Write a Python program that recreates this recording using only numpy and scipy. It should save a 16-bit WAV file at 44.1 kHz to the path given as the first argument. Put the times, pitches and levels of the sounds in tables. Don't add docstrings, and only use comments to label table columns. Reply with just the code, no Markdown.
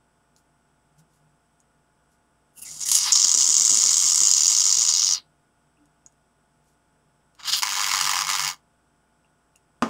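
import sys
import numpy as np
from scipy import signal
from scipy.io import wavfile
from scipy.ndimage import uniform_filter1d

SR = 44100
rng = np.random.default_rng(int(sys.argv[2]) if len(sys.argv) > 2 else 0)


def persist_wave(psi):
    counts = np.round(np.clip(psi, -1, 1) * 32767).astype(np.int16)
    wavfile.write(sys.argv[1], SR, np.atleast_2d(counts).T)


N = 436149
TIME = np.arange(N) / SR

# (time [s], hold [s], level [dB], rise [s], mist compared with the whole gust [dB])
GUSTS = [(2.58, .02, -43, .014, 9), (2.619, .016, -37.5, .003, 9), (2.655, .145, -40, .012, -10),
         (2.808, .028, -29.5, .003, -17), (2.86, .046, -27, .005, -6), (2.916, .072, -21, .004, -8.5),
         (2.995, .108, -24.7, .01, -16.5), (7.401, .006, -41, .009, -25), (7.429, .012, -41, .003, -27),
         (7.452, .018, -34.5, .007, -21.5), (7.476, .024, -25, .003, -15), (7.524, .028, -22, .005, -17),
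         (7.565, .026, -27, .008, -6.5)]
# (time [s], hold [s], level [dB], extra kick at the start [dB], wet crackle [dB], mist [dB])
JET_SHOT = (3.124, 2.015, -20.5, 2, -25, -27.3)

JET_FROM_S, ROPE_FROM_S = 3.118, 7.617
MARGIN_S = .15
PLUG_WET_DB, PLUG_DROP = 17.5, .3
TOP_HZ = 15750


def gain_of(db):
    return 10 ** (np.asarray(db) / 20)


def evened(x):
    return x / np.sqrt(np.mean(x ** 2) + 1e-20)


def read(points, hz):
    f, value = np.transpose(points)
    return np.interp(np.log(hz + 1), np.log(f + 1), value)


def ripple(peaks, hz):
    return sum(db * np.exp(-((hz - f) / width) ** 2) for f, width, db in peaks)


def add(mix, s, sound):
    part = mix[round(s * SR):][:len(sound)]
    part += sound[:len(part)]


def coloured(x, db_at, size=4096):
    half = db_at(np.fft.rfftfreq(size, 1 / SR)) * np.log(10) / 20
    log_gain = np.r_[half, half[-2:0:-1]]
    response = np.fft.ifft(np.exp(signal.hilbert(log_gain).conj())).real
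    return signal.oaconvolve(x, response)[:len(x)]


def noise(colour, count=N):
    return evened(coloured(rng.standard_normal(count), lambda hz: read(colour, hz)))


def drift(per_s):
    knots = np.arange(0, N / SR + 1, 1 / per_s)
    return evened(np.interp(TIME, knots, rng.standard_normal(N)[:len(knots)]))


def fuzzy_tone(hz, width_hz):
    phase = 2 * np.pi * np.cumsum(hz * np.ones(N)) / SR
    return drift(width_hz) * np.cos(phase) + drift(width_hz) * np.sin(phase)


def background(air_db=-61.5, hiss_db=-69.3):
    # (frequency [Hz], relative level [dB])
    air_colour = [(25, -9), (90, -5.5), (145, -1), (300, -5.5), (700, -8), (1450, -8.5), (1900, -17.5),
                  (3500, -22), (6000, -59.5)]
    hiss_colour = [(1500, -19.5), (3300, -2), (4100, -7.5), (5300, 3), (7200, -5.5), (7900, 9),
                   (9200, -0.5), (10300, -0.5), (11200, -13), (15500, -11)]
    # (frequency [Hz], level [dB])
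    hum_tones = [(59, -69.5), (240, -72), (291, -75.5), (694, -71.5), (867, -71.5), (1448, -73.5)]
    # (frequency [Hz], width [Hz], level [dB])
    drone_band = (149, 15, -68)
    hum = np.zeros(N)
    for hz, db in hum_tones:
        waver = np.sqrt(hz / 1000) * drift(18)
        hum += gain_of(db) * np.sqrt(2) * np.sin(2 * np.pi * hz * TIME + waver)
    drone_hz, width_hz, drone_db = drone_band
    drone = gain_of(drone_db) * fuzzy_tone(drone_hz, width_hz)
    return gain_of(air_db) * noise(air_colour) + gain_of(hiss_db) * noise(hiss_colour) + hum + drone


def hum_swells():
    # (time [s], level [dB], pitch [Hz], half length [s])
    swells = [(1.01, -50, 152, 0.033), (1.25, -57, 150, 0.064), (2.74, -56, 150, .04),
              (2.92, -57, 150, .06), (3.6, -55, 155, .04), (5.821, -56, 295, 0.034),
              (8.06, -48.5, 152, .04), (8.25, -51.5, 155, .03), (8.45, -48, 150, 0.052)]
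    out, wobble = np.zeros(N), drift(25) / 2
    for s, db, hz, length in swells:
        near = abs(TIME - s) < 3 * length
        t = TIME[near] - s
        loudness = gain_of(db) * np.sqrt(2) * np.exp(-(t / length) ** 2)
        out[near] += loudness * np.sin(2 * np.pi * hz * t + wobble[near])
    return out


def room(x):
    # (frequency [Hz], time to fade by 60 dB [s])
    fade_times = [(150, 0.13), (1000, 0.17), (6000, 0.088), (15000, 0.083)]
    echoes = rng.standard_normal(SR // 3) * (np.arange(SR // 3) > .002 * SR)
    hz, t, spectrum = signal.stft(echoes, SR, nperseg=256)
    fade = gain_of(-60 * t / read(fade_times, hz)[:, None])
    tail = signal.istft(spectrum * fade, SR, nperseg=256)[1]
    return signal.oaconvolve(x, tail / np.linalg.norm(tail))[:N]


def scuffs():
    # (time [s], level [dB], half length [s])
    strokes = [(0.383, -61, .025), (0.993, -58.5, 0.016), (1.15, -65, .04), (2.13, -66, .025),
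               (6.69, -66, .05)]
    # (frequency [Hz], relative level [dB])
    colour = [(1000, -25), (3000, -9), (5300, -1), (6800, 2), (10500, -1), (15000, -13)]
    loudness = sum(gain_of(db) * np.exp(-((TIME - s) / length) ** 2) for s, db, length in strokes)
    grain = evened(gain_of(2 * drift(300)))
    return loudness * grain * noise(colour)


def ticks(level_db=-1.5):
    # (time [s], relative peak [dB], pitch [Hz], width [octaves])
    events = [(.364, -34, 5500, 0.42), (1.603, -36, 7400, .25), (5.772, -51.5, 2585, 0.11),
              (5.857, -41, 7480, .5), (6.0625, -28, 6700, 0.14), (6.124, -44.5, 7500, .4),
              (7.351, -35, 4800, .9), (9.246, -50, 2650, .12), (9.556, -46, 2700, 0.083),
              (9.56, -31, 7440, 0.41)]
    # (frequency [Hz], half width [Hz], boost [dB])
    can_ring = [(2750, 200, 6), (4250, 150, 6), (5400, 200, 5), (6700, 250, 10), (8900, 400, 6),
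                (10400, 400, 5)]
    out, snap = np.zeros(N), signal.unit_impulse(2048)
    for s, db, centre, octaves in events:
        def colour(hz):
            off_centre = np.log2((hz + 1) / centre) / octaves
            return ripple(can_ring, hz) - 10 * np.log10(1 + off_centre ** 4)
        tick = coloured(snap, colour)
        add(out, s, gain_of(db + level_db) * tick / abs(tick).max())
    return out


def knock(thud_db=-7, thud_s=.0055, rattle_db=-23, rattle_s=.064, ring_db=-5, rise_s=.00034):
    # (time [s], overall gain [dB])
    blow = (9.8222, -4.5)
    # (frequency [Hz], relative level [dB], time to fade by 60 dB [s])
    tones = [(226, -0.5, 0.096), (399, -13, 0.075), (572, -1, 0.063), (920, -15, 0.071),
             (1053, -3.5, 0.094), (1230, -4.5, .08)]
    # (frequency [Hz], relative level [dB])
    colour = [(40, -36), (110, -16), (230, 0), (650, -6.5), (1200, -9.5), (2000, -20.5), (3100, -22.5),
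              (4000, -31), (6000, -26), (15000, -54)]
    out, t = np.zeros(N), np.arange(8192) / SR
    ring = sum(gain_of(db - 60 * t / fade_s) * np.sin(2 * np.pi * (hz * t + rng.random()))
               for hz, db, fade_s in tones)
    ring = gain_of(ring_db) * ring / abs(ring).max()
    thud = gain_of(thud_db) * np.exp(-t / thud_s)
    rattle = gain_of(rattle_db) * np.exp(-t / rattle_s)
    clatter = noise(colour, len(t)) * (thud + rattle)
    start, blow_db = blow
    add(out, start, gain_of(blow_db) * (ring + clatter) * (1 - np.exp(-t / rise_s)))
    return out


def held(start, hold, rise_s, fall_s):
    before, after = np.maximum(start - TIME, 0), np.maximum(TIME - start - hold, 0)
    return -20 / np.log(10) * (before / rise_s + after / fall_s)


def shot(start, hold, db, kick_db, swell_db=1.9, settle_s=.07, sag_db_per_s=.7):
    press = np.sin(np.pi * np.clip((TIME - start) / hold, 0, 1))
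    kick = kick_db * np.exp(-abs(TIME - start) / settle_s)
    level = db + swell_db * press + kick - sag_db_per_s * (TIME - start)
    return level + held(start, hold, rise_s=.008, fall_s=.02), press


def plops(plop_db=-2, patter_db=-48):
    # (time [s], relative peak [dB], time to swell [s])
    clumps = [(3.24, -49, 0.0084), (3.34, -46.5, 0.0091), (3.37, -39.5, 0.0046), (3.481, -48.5, 0.011),
              (3.58, -53, 0.027), (3.7, -39.5, 0.017), (3.76, -50, 0.016), (3.826, -51, 0.026),
              (4.04, -54, .012), (4.205, -45, 0.013), (4.768, -48.5, .01)]
    # (frequency [Hz], relative level [dB])
    colour = [(40, -34), (130, -4), (350, -2), (650, -6.5), (2000, -51.5)]
    jet_db, _ = shot(*JET_SHOT[:4])
    loudness, t = gain_of(jet_db + patter_db), np.arange(8192) / SR
    for s, db, swell in clumps:
        add(loudness, s, gain_of(db + plop_db) * (t / swell * np.exp(1 - t / swell)) ** 2)
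    return loudness * noise(colour)


def whistle(width_hz=450, half_length_s=.02, fall_hz_per_s=2500):
    # (time [s], level [dB], pitch [Hz])
    squeaks = [(2.582, -57, 2830), (2.636, -53, 2730), (2.676, -51, 2130), (2.876, -47, 1950)]
    out = np.zeros(N)
    for s, db, hz in squeaks:
        loudness = gain_of(db) * np.exp(-((TIME - s) / half_length_s) ** 2)
        out += loudness * fuzzy_tone(hz - fall_hz_per_s * (TIME - s), width_hz)
    return out


def nearby_surfaces(x, depth=1.1):
    # (frequency [Hz], half width [Hz], gain before scaling by depth [dB])
    peaks = [(1507, 40, -5.7), (2175, 40, 4.3), (2433, 90, -4.0), (2864, 40, 4.8), (3165, 140, 2.3),
             (3467, 60, -4.3), (4091, 40, -7.0), (4457, 40, -8.0), (4845, 220, 2.9), (5448, 90, 2.8),
             (6783, 350, 3.2), (7924, 90, -7.2)]
    return coloured(x, lambda hz: depth * ripple(peaks, hz))


def sputter(slugs_per_s, puff_share, uneven, fall_s, spread_db, pops_per_s, pop_share):
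    turns = np.cumsum(slugs_per_s * np.maximum(1 + uneven * drift(110), .1)) / SR
    slug_sizes = gain_of(spread_db * np.clip(rng.standard_normal(N), -2, 1.6))
    slugs = np.diff(np.floor(turns), prepend=0) * slug_sizes
    t = np.arange(1024) / SR
    puff = (1 - np.exp(-t / .00054)) * np.exp(-t / fall_s)
    puffs = evened(signal.oaconvolve(slugs, puff)[:N])
    pressure = np.sqrt(puff_share * puffs ** 2 + 1 - puff_share)
    snaps = (rng.random(N) < pops_per_s * pressure / SR) * rng.choice([-1, 1], N)
    pops = snaps * gain_of(2.5 * np.clip(rng.standard_normal(N), -2, 1.5))
    rush = pressure * rng.standard_normal(N)
    flow = np.sqrt(1 - pop_share) * rush + np.sqrt(pop_share) * evened(pops)
    return flow / np.sqrt(uniform_filter1d(flow ** 2, round(.035 * SR)) + 1e-9)


def spits(level_db=-7, fall_s=.0033):
    # (time [s], relative level [dB])
    bursts = [(2.888, -7), (2.916, -1), (2.952, -1), (3.122, -1), (3.157, -.5), (3.244, -5), (3.408, -4),
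              (3.695, -2), (4.889, -4), (7.534, -8), (7.622, -9.5), (7.632, -5), (7.937, -9.5), (8.012, -9),
              (8.3, -9)]
    out, t = np.zeros(N), np.arange(1024) / SR
    for s, db in bursts:
        add(out, s, gain_of(db + level_db) * np.exp(-t / fall_s) * rng.standard_normal(len(t)))
    return out


def spray(start, stop, flow, colour, wet_db, mist_db, shift=1):
    source = (flow + spits()) * ((TIME > start) & (TIME < stop))
    first, last = round((start - .05) * SR), round((stop + .05) * SR)
    hz, t, spectrum = signal.stft(source[first:last], SR, nperseg=384, noverlap=288)
    hz = hz[:, None]
    wet_db, mist_db, shift = (np.interp(t + first / SR, TIME, control * np.ones(N))
                              for control in (wet_db, mist_db, shift))
    low = 1 / (1 + (hz / 2600) ** 6)
    high = 1 - 1 / (1 + (hz / 9000) ** 14)
    shift = shift * np.exp(.03 * rng.standard_normal(len(t)))
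    colour_db = read(colour, hz / shift ** (1 - low - high))
    wet_band, mist_band = (hz > 700) & (hz < 2400), hz > 9800
    for weight, band, wanted_db in ((low, wet_band, wet_db), (high, mist_band, mist_db)):
        power = gain_of(colour_db) ** 2 * (hz < TOP_HZ)
        share_db = 10 * np.log10((power * band).sum(0) / power.sum(0))
        flicker_db = rng.standard_normal(len(t))
        colour_db = colour_db + weight * (wanted_db - share_db + flicker_db)
    gain = gain_of(colour_db) * (hz < TOP_HZ)
    gain /= np.sqrt((gain ** 2).mean(0))
    out = np.zeros(N)
    add(out, first / SR, signal.istft(spectrum * gain, SR, nperseg=384, noverlap=288)[1])
    return out


def gusts(fall_s=.011):
    levels = np.array([db + held(s, hold, rise, fall_s) for s, hold, db, rise, _ in GUSTS])
    return levels.max(0), np.array(GUSTS)[levels.argmax(0), -1]


def first_gas(dry_db=-25.5, plug_at_s=3.075, fill_s=.08):
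    # (frequency [Hz], relative level [dB])
    colour = [(60, -58), (620, -50), (900, -21.5), (1130, -17), (1550, -26), (2100, -21.5), (2450, -22),
              (3000, -17), (3900, -13.5), (5000, -7), (7200, 0), (8100, -6), (10500, -13), (12000, -23),
              (15500, -29)]
    gas_db, mist_db = gusts()
    plug = np.exp(np.minimum(TIME - plug_at_s, 0) / fill_s)
    gas = gain_of(gas_db) * sputter(slugs_per_s=100, puff_share=.4, uneven=.4, fall_s=.0019,
                                    spread_db=3, pops_per_s=500, pop_share=.22)
    wet_db = dry_db + PLUG_WET_DB * plug ** 2
    return spray(GUSTS[0][0] - MARGIN_S, JET_FROM_S, gas, colour, wet_db, mist_db, 1 - PLUG_DROP * plug)


def clearing_gas(stale_db=3, dry_db=-15.5, drying_db_per_s=170):
    # (frequency [Hz], relative level [dB])
    colour = [(100, -49), (650, -29), (1000, -7), (2200, -11.5), (3300, -3), (5000, 0), (5900, -10.5),
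              (6900, -5), (9000, -17), (15500, -22.5)]
    start = min(s for s, *_ in GUSTS if s > JET_SHOT[0])
    gas_db, mist_db = gusts()
    wet_db = np.clip(stale_db - drying_db_per_s * (TIME - start), dry_db, stale_db)
    gas = gain_of(gas_db) * sputter(slugs_per_s=94, puff_share=.44, uneven=.4, fall_s=.0017,
                                    spread_db=6, pops_per_s=390, pop_share=.25)
    return spray(start - MARGIN_S, ROPE_FROM_S, gas, colour, wet_db, mist_db)


def rope():
    # (time [s], hold [s], level [dB], kick [dB], wet crackle [dB], mist [dB])
    rope_shot = (7.65, .845, -26.8, -3, -3.6, -13.7)
    # (frequency [Hz], relative level [dB])
    colour = [(60, -31.5), (600, -29), (740, -19), (900, -4), (1150, -1), (1450, -8), (2100, -6),
              (3800, -6), (4900, -1.5), (6800, -3.5), (8500, -11), (9900, -21), (10600, -14.5),
              (11600, -24.5), (15500, -19.5)]
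    # (time [s], depth [dB], half length [s])
    stall = (8.252, 7, .024)
    start, hold, db, kick_db, wet_db, mist_db = rope_shot
    stall_at, stall_db, stall_s = stall
    foam_db, _ = shot(start, hold, db, kick_db)
    foam_db -= stall_db * np.exp(-((TIME - stall_at) / stall_s) ** 2)
    foam = gain_of(foam_db) * sputter(slugs_per_s=96.5, puff_share=.86, uneven=.1, fall_s=.0023,
                                      spread_db=2.5, pops_per_s=340, pop_share=.25)
    return spray(ROPE_FROM_S, start + hold + MARGIN_S, foam, colour, wet_db, mist_db)


def jet(nozzle_hz=6620, colour_peak_hz=6500, sag_hz_per_s=400, press_hz=550, press_mist_db=4.2):
    # (frequency [Hz], relative level [dB])
    colour = [(60, -66), (620, -50.5), (900, -23.5), (1170, -19), (1600, -31), (2100, -24.5), (2450, -26),
              (3000, -17), (3900, -13.5), (5000, -4.5), (6400, 1.5), (7450, -1), (8100, -12), (9000, -14),
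              (10000, -27), (15500, -30)]
    start, hold, db, kick_db, wet_db, mist_db = JET_SHOT
    foam_db, press = shot(start, hold, db, kick_db)
    foam = gain_of(foam_db) * sputter(slugs_per_s=88, puff_share=.82, uneven=.23, fall_s=.0019,
                                      spread_db=2.2, pops_per_s=380, pop_share=.36)
    mist_db = mist_db + press_mist_db * press
    ring_hz = nozzle_hz + press_hz * press - sag_hz_per_s * (TIME - start)
    choke = np.clip((TIME - start - hold) / .05, 0, 1)
    ring_hz *= 1 - PLUG_DROP * choke + .02 * drift(12)
    wet_db = wet_db + PLUG_WET_DB * choke
    stop = start + hold + MARGIN_S
    return spray(JET_FROM_S, stop, foam, colour, wet_db, mist_db, ring_hz / colour_peak_hz)


def scene():
    foam = nearby_surfaces(first_gas() + jet() + clearing_gas() + rope()) + whistle() + plops()
    small_sounds = ticks() + hum_swells() + scuffs()
    blow = knock()
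    echoes = room(gain_of(-8) * foam + gain_of(-5) * small_sounds + gain_of(-10.5) * blow)
    return (foam + small_sounds + blow + echoes + background())[None]


def record(dry, threshold_db=-46, cut_db=7, knee_db=3, ceiling=.85):
    power_db = 10 * np.log10(abs(uniform_filter1d(dry ** 2, size=700)) + 1e-12)
    quietness = 1 / (1 + np.exp((power_db - threshold_db) / knee_db))
    suppressed = dry * gain_of(-cut_db * quietness)
    rounded = suppressed / (1 + (abs(suppressed) / ceiling) ** 6) ** (1 / 6)
    treble_cut = signal.firwin(511, TOP_HZ, window=("kaiser", 9), fs=SR)
    return signal.oaconvolve(rounded, treble_cut[None], "same")


dry = scene()
out = record(dry)
persist_wave(out)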